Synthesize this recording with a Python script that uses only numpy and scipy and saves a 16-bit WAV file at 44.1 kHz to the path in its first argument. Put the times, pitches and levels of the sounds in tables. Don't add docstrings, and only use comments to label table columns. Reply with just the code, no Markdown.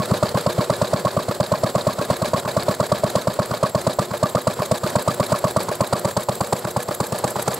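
import sys
import numpy as np
from scipy import signal
from scipy.fft import rfft, irfft
from scipy.io import wavfile

SR = 44100
rng = np.random.default_rng(int(sys.argv[2]) if len(sys.argv) > 2 else 0)


def dump_mix(stems):
    frames = np.atleast_2d(stems).T
    limited = np.clip(frames, -1, 1)
    pcm = np.round(limited * 32767).astype(np.int16)
    wavfile.write(sys.argv[1], SR, pcm)


N = 334713
CYCLES = 64
HZ = np.fft.rfftfreq(N, 1 / SR)
AGE_MS = np.arange(int(.4 * SR)) * 1000 / SR
FULL_JET_DB = 3.74

# (frequency [Hz], level [dB])
TAPPET_SPECTRUM = [(500, -21), (1700, -22.5), (2500, -33), (3500, -25.5), (4600, -18.5), (6000, -47),
                   (9000, -52), (13000, -60), (15500, -63)]
# (time [s], level [dB])
TREBLE = [(0, -2.5), (3.4, -1.8), (5.2, 1.5), (6.5, 2.6), (7.5, 5.5)]


def undb(db):
    return 10 ** (np.asarray(db) / 20)


def along(points):
    hz, value = np.transpose(points)
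    return np.interp(np.log(HZ + 1), np.log(hz), value)


def follow(points, times):
    s, *columns = np.transpose(points)
    return np.array([np.interp(times, s, column) for column in columns])


def walk(hz):
    knots = np.arange(N) * hz / SR
    count = int(knots[-1]) + 2
    return 1.197 * np.interp(knots, np.arange(count), rng.standard_normal(count))


def scatter(spread):
    return spread * rng.standard_normal(CYCLES)


def ripple(spacing_hz, depth_db):
    knots = np.arange(0, SR / 2 + spacing_hz, spacing_hz)
    return undb(depth_db * np.interp(HZ, knots, rng.standard_normal(2000)[:len(knots)]))


def noise(gain, grain_db=0):
    # (frequency [Hz], level [dB])
    incoherence = [(100, -21), (500, -16.5), (1200, -14.5), (2500, -14), (4500, -10), (8000, -10),
                   (14000, -5)]
    mid, side = (rfft(rng.standard_normal(N) * undb(grain_db * walk(2500))) for _ in range(2))
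    side = side * undb(along(incoherence))
    return irfft(np.array([mid + side, mid - side]) * gain, N) / np.std(irfft(mid, N))


def play(times, db, shapes):
    pad = SR // 10
    out = np.zeros(N + 2 * pad + 2 * len(AGE_MS))
    shapes = np.broadcast_to(shapes, (len(times), len(AGE_MS)))
    for s, gain, shape in zip(times, undb(db), shapes):
        start = max(int(round(s * SR)) + pad, 0)
        out[start:start + len(shape)] += gain * shape
    return out[pad:pad + N]


def wave(delay_ms, hz, swell_ms, db):
    age = np.maximum(AGE_MS - delay_ms, 0)
    envelope = age / swell_ms * np.exp(1 - age / swell_ms)
    return undb(db) * envelope * np.sin(2 * np.pi * hz * age / 1000)


def burst(times, db, rise_ms, decay_ms):
    shape = (1 - np.exp(-AGE_MS / rise_ms)) ** 2 * np.exp(-AGE_MS / decay_ms)
    return play(times, db, shape / shape.max())


def ring(times, db, modes):
    age, out = AGE_MS / 1000, 0
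    for hz, t60, mode_db in modes:
        mode = np.sin(2 * np.pi * hz * age) * np.exp(-np.log(1000) * age / t60)
        out = out + play(times, db + mode_db + scatter(1.7), mode)
    return out


def crank(degrees):
    # (time [s], speed [rpm])
    speed = [(0.0, 1020.7), (0.6, 1016.9), (0.8, 1025.6), (1.5, 1025.0), (2.4, 1033.9), (2.9, 1020.6),
             (4.3, 992.4), (5.4, 986.1), (5.6, 980.9), (5.8, 996.7), (6.8, 1009.6), (7.5, 1010.5)]
    t = -0.009 + np.arange(8000) / 1000
    turns = np.cumsum(follow(speed, t)[0] / 60) / 1000
    return np.interp(2 * np.arange(CYCLES) + degrees / 360, turns - turns[0], t)


def facing(times):
    return np.interp(times, [5.65, 6.4], [0, 1])


def beam(x, treble_db, presence_share):
    top = irfft(rfft(x) / (1 + (7000 / (HZ + 1)) ** 6), N)
    presence = irfft(rfft(x) * np.exp(-((HZ - 4200) / 900) ** 2), N)
    return x + top * (undb(treble_db) - 1) + presence * (undb(-presence_share * treble_db) - 1)


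def bearings():
    # (frequency [Hz], level [dB])
    spectrum = [(25, -57), (55, -39), (115, -21.5), (230, -22), (305, -28.5), (370, -20.5), (620, -19.5),
                (800, -26.5), (1200, -28), (2000, -37.5), (2800, -43), (4400, -36), (6000, -46.5),
                (8000, -38.5), (14500, -52)]
    whirr = noise(undb(along(spectrum)) * ripple(spacing_hz=25.64, depth_db=2), grain_db=1)
    return whirr * undb(2.53 * walk(60))


def flywheel(t):
    # (frequency [Hz], T60 [s], level [dB])
    modes = [(487.3, 0.6, -37), (454.5, 0.22, -46)]
    # (time [s], gain [dB])
    proximity = [(0, 8), (0.55, 8.5), (1.2, -1), (3.0, -6), (7.5, 1)]
    return ring(crank(230 + scatter(3.6)), 0, modes) * undb(follow(proximity, t)[0])


def casting():
    # (frequency [Hz], T60 [s], level [dB])
    modes = [(358.5, 1, -43.5), (389, 0.46, -47.5), (559, 0.28, -46), (603, 0.54, -49), (657, 0.45, -46),
             (813, .25, -60), (1016, 0.23, -47), (1190, .25, -46), (1340, 0.21, -66), (1616, 0.084, -40.5),
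             (1707, 0.081, -37.5), (3870, 0.1, -47.5), (3860, .08, -45), (4450, 0.052, -39.5),
             (4960, .05, -43)]
    seating = ring(crank(230 + scatter(3)), 0, modes)
    landing = ring(crank(350.4 + scatter(3)), -5, modes)
    return seating + landing


def linkage():
    ticks = 0
    for _ in range(3):
        times = crank(rng.uniform(174, 400, CYCLES))
        ticks = ticks + burst(times, 0.5 + scatter(3.2), rise_ms=0.21, decay_ms=0.97)
    return ticks * noise(undb(along(TAPPET_SPECTRUM)))


def valve_gear():
    # (frequency [Hz], level [dB])
    exhaust_seat = [(120, -41), (450, -13), (1000, -12), (1400, -26.5), (1720, -17), (1950, -37),
                    (2250, -18.5), (2800, -29), (4300, -24), (6000, -32.5), (7600, -25), (9000, -30.5),
                    (12000, -32), (15000, -77)]
    follower = [(120, -48.5), (450, -28), (900, -24), (1700, -28), (2900, -37.5), (3950, -19), (4700, -46),
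                (6500, -26.5), (9000, -36.5), (15000, -40)]
    inlet_seat = [(500, -21), (1600, -23.5), (3000, -32.5), (4300, -25), (6000, -44.5), (8000, -23),
                  (11500, -23), (13000, -29), (15500, -44)]
    out, iron = 0, ripple(spacing_hz=149, depth_db=-0.5)
    for degrees, rise_ms, decay_ms, spectrum in [
            (187, 0.77, 3.1, TAPPET_SPECTRUM), (230, 0.54, 13.7, exhaust_seat),
            (350.4, 4.7, 5.6, follower), (397, 1.34, 3.6, inlet_seat)]:
        knocks = burst(crank(degrees + scatter(2.7)), scatter(1.6), rise_ms, decay_ms)
        out = out + knocks * noise(undb(along(spectrum)) * iron, grain_db=1.5)
    return out


def intake(opens, db):
    # (frequency [Hz], level [dB])
    gulp_spectrum = [(100, -42), (300, -6), (560, -6), (800, -9), (1200, -12), (2000, -23.5), (6000, -33)]
    # (frequency [Hz], bandwidth [Hz], level [dB])
    bands = [(7560, 400, -30.5), (12760, 340, -33.5), (15550, 450, -44)]
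    hoot = play(opens + scatter(0.00012), db, wave(delay_ms=28.5, hz=595.5, swell_ms=5.5, db=-17.5))
    gulp = burst(crank(157), db, rise_ms=2.5, decay_ms=5.8) * noise(undb(along(gulp_spectrum)))
    hiss = noise(sum(undb(level) / (1 + (2 * (HZ - hz) / width) ** 2) for hz, width, level in bands))
    return hoot + gulp + hiss * undb(2 * walk(25))


def firings(opens):
    # (time [s], crack [dB], drum [dB], thump [dB])
    weak_firings = [(0.11, -8, -5, 5.5), (0.34, -18, -5, 1.5), (0.58, -16, -7.5, 3), (1.05, -3, -0.5, -1.5),
                    (1.17, -9, -1, 0.5), (1.28, -10, -7, -2), (1.98, -8, -10.5, -4.5), (2.22, -9, -4, -2),
                    (2.45, -7, -15, -8), (3.51, -6, -10, -3), (4.11, -10, -20, -7.5), (4.59, -4, -19, -2.5),
                    (4.83, -12, -9, -3), (5.68, -4, -24, -7.5), (6.64, -9, -11, -3), (6.88, -16, -9, -4.5),
                    (7.12, -14, -4, -2), (7.36, -5, -26, -5)]
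    change = np.zeros((CYCLES, 3))
    for s, *levels in weak_firings:
        change[np.argmin(abs(opens - s))] = levels
    crack, drum, thump = change.T
    front, treble_db = facing(opens), follow(TREBLE, opens)[0]
    crack_db = 0.3 + scatter(2.7) + crack + 2 * front
    drum_db = 0.33 + scatter(0.44) + drum - 7 * front
    thump_db = 0.71 + scatter(0.46) + thump - 2.5 * front
    lag_ms = 0.1 + 0.1 * thump
    jet_db = FULL_JET_DB + scatter(1) + 0.34 * (crack + drum) + 0.96 * treble_db - 3 * front
    intake_db = -4.5 + scatter(1.34) + np.minimum(-0.9 * drum, 4.5) - 4 * front
    return crack_db, drum_db, thump_db, lag_ms, jet_db, intake_db


def shell(opens, drum_db):
    # (frequency [Hz], T60 [s], level [dB])
    modes = [(260, 0.26, -31.5), (505, 0.45, -36), (627, 0.23, -26.5)]
    return ring(opens, drum_db, modes)


def whistle(opens, tone_hz=1120, bend_hz=71.4, peak_ms=18.45, width_ms=12.7):
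    bend = (scatter(bend_hz) + bend_hz / 2)[:, None] * (1 - np.minimum(AGE_MS / peak_ms, 2))
    hz = (tone_hz + scatter(38.4))[:, None] + bend
    rasp = .035 * rng.standard_normal(hz.shape)
    phase = np.cumsum(2 * np.pi * hz / SR + rasp, axis=1) + 2 * np.pi * scatter(0.99)[:, None]
    swell = np.exp(-((AGE_MS - peak_ms) / width_ms) ** 2) * np.minimum(AGE_MS / 5, 1)
    return play(opens, -26.5 + scatter(2.3), swell * np.sin(phase)) * undb(5.2 * walk(250))


def blare(opens, jet_db, front, side_hz=1145, front_hz=839):
    hz = side_hz + (front_hz - side_hz) * front + 130 * walk(500)
    envelope = burst(opens + 0.0051, -23 + jet_db / 2, rise_ms=1.8, decay_ms=3.14)
    return envelope * np.sin(2 * np.pi * np.cumsum(hz) / SR)


def face_chamber(opens, jet_db):
    upper = wave(delay_ms=1, hz=815, swell_ms=3.5, db=-19)
    lower = wave(delay_ms=0, hz=429, swell_ms=3.5, db=-21.5)
    return -play(opens, jet_db - FULL_JET_DB, upper + lower)


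def gas_jet(opens, jet_db):
    # (frequency [Hz], level [dB])
    hiss_spectrum = [(300, -19.5), (1500, -23.5), (2900, -31.5), (3900, -24.5), (4700, -20), (5800, -31),
                     (7800, -21.5), (9000, -24), (11500, -41), (15500, -57)]
    roar_spectrum = [(100, -55), (300, -14), (600, 0.5), (800, -14), (1100, -5), (1400, -12.5),
                     (2000, -27.5), (4000, -36.5)]
    hiss = noise(undb(along(hiss_spectrum)) * ripple(spacing_hz=234, depth_db=0.5), grain_db=3)
    roar = noise(undb(along(roar_spectrum)))
    return (hiss * burst(opens + 0.00049, jet_db, rise_ms=5.2, decay_ms=3.22)
            + roar * burst(opens + 0.0048, jet_db / 2, rise_ms=1.55, decay_ms=3.44))


def exhaust(opens, crack_db, drum_db, thump_db, lag_ms):
    crack = wave(delay_ms=0.08, hz=958, swell_ms=1.1, db=-15.5)
    drum = wave(delay_ms=-0.22, hz=613.5, swell_ms=2.5, db=-7.5)
    outflow = wave(delay_ms=1.52, hz=101, swell_ms=5.5, db=-24)
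    suction = wave(delay_ms=6.5, hz=129.5, swell_ms=5, db=-17.5)
    rebound = wave(delay_ms=11, hz=194.5, swell_ms=3.5, db=-16.5)
    bark = -play(opens, crack_db, crack) - play(opens, drum_db, drum)
    thump = play(opens + lag_ms / 1000, thump_db, outflow - suction + rebound)
    return bark + thump


def scene():
    # (time [s], engine block gain [dB], valve gear gain [dB])
    nearness = [(0, 4, 0.4), (0.6, 4, -0.2), (1.4, 2, -4), (2.4, 4, -0.4), (3.2, 1.2, -2), (4.3, 1.3, -3),
                (5.1, 2.7, 0.5), (6.3, 0, -3.5), (6.9, 0.8, -2.5), (7.5, 4.5, -1.2)]
    t, opens = np.arange(N) / SR, crank(0)
    crack_db, drum_db, thump_db, lag_ms, jet_db, intake_db = firings(opens)
    block_db, gear_db = follow(nearness, t)
    treble_db, front = follow(TREBLE, t)[0], facing(t)
    whirr = bearings()
    tones = whistle(opens) * undb(-0.55 * treble_db - 3.5 * front)
    tones += blare(opens, jet_db, front) * undb(0.13 * treble_db)
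    pulses = exhaust(opens, crack_db, drum_db, thump_db, lag_ms) + front * face_chamber(opens, jet_db)
    gas = pulses + tones + gas_jet(opens, jet_db) + intake(opens, intake_db)
    gas = beam(gas, 0.37 * treble_db, presence_share=1.7)
    gear_treble_db = treble_db + front
    clatter = beam(valve_gear() + linkage(), gear_treble_db, presence_share=0.58) * undb(gear_db)
    return gas + shell(opens, drum_db) + clatter + flywheel(t) + (casting() + whirr) * undb(block_db)


def record(dry, low_cut_hz=64, top_hz=15750):
    # (frequency [Hz], level [dB])
    balance = [(160, 1), (350, 0.5), (650, -0.5), (1200, -2), (2400, -0.2), (4400, -3.5), (8100, 3),
               (12000, -2.5), (15000, -1.5)]
    # (frequency [Hz], phase [rad])
    lead = [(170, -0.12), (450, -0.28), (780, -0.41), (1100, -0.39), (2800, -0.21), (7200, 0.19),
            (8270, -1.6), (9300, -1.5), (10100, -1.8), (11900, -0.93), (14200, -1), (15500, .6)]
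    half = undb(along(balance) / 2) * np.exp(.5j * along(lead))
    low_cut = 1 / np.sqrt(1 + (low_cut_hz / (HZ + 1)) ** 4)
    stereo = irfft(rfft(dry) * low_cut * np.array([half, 1 / half]), N)
    return signal.sosfilt(signal.ellip(14, .1, 80, top_hz, fs=SR, output="sos"), stereo)


dry = scene()
out = record(dry)
dump_mix(out)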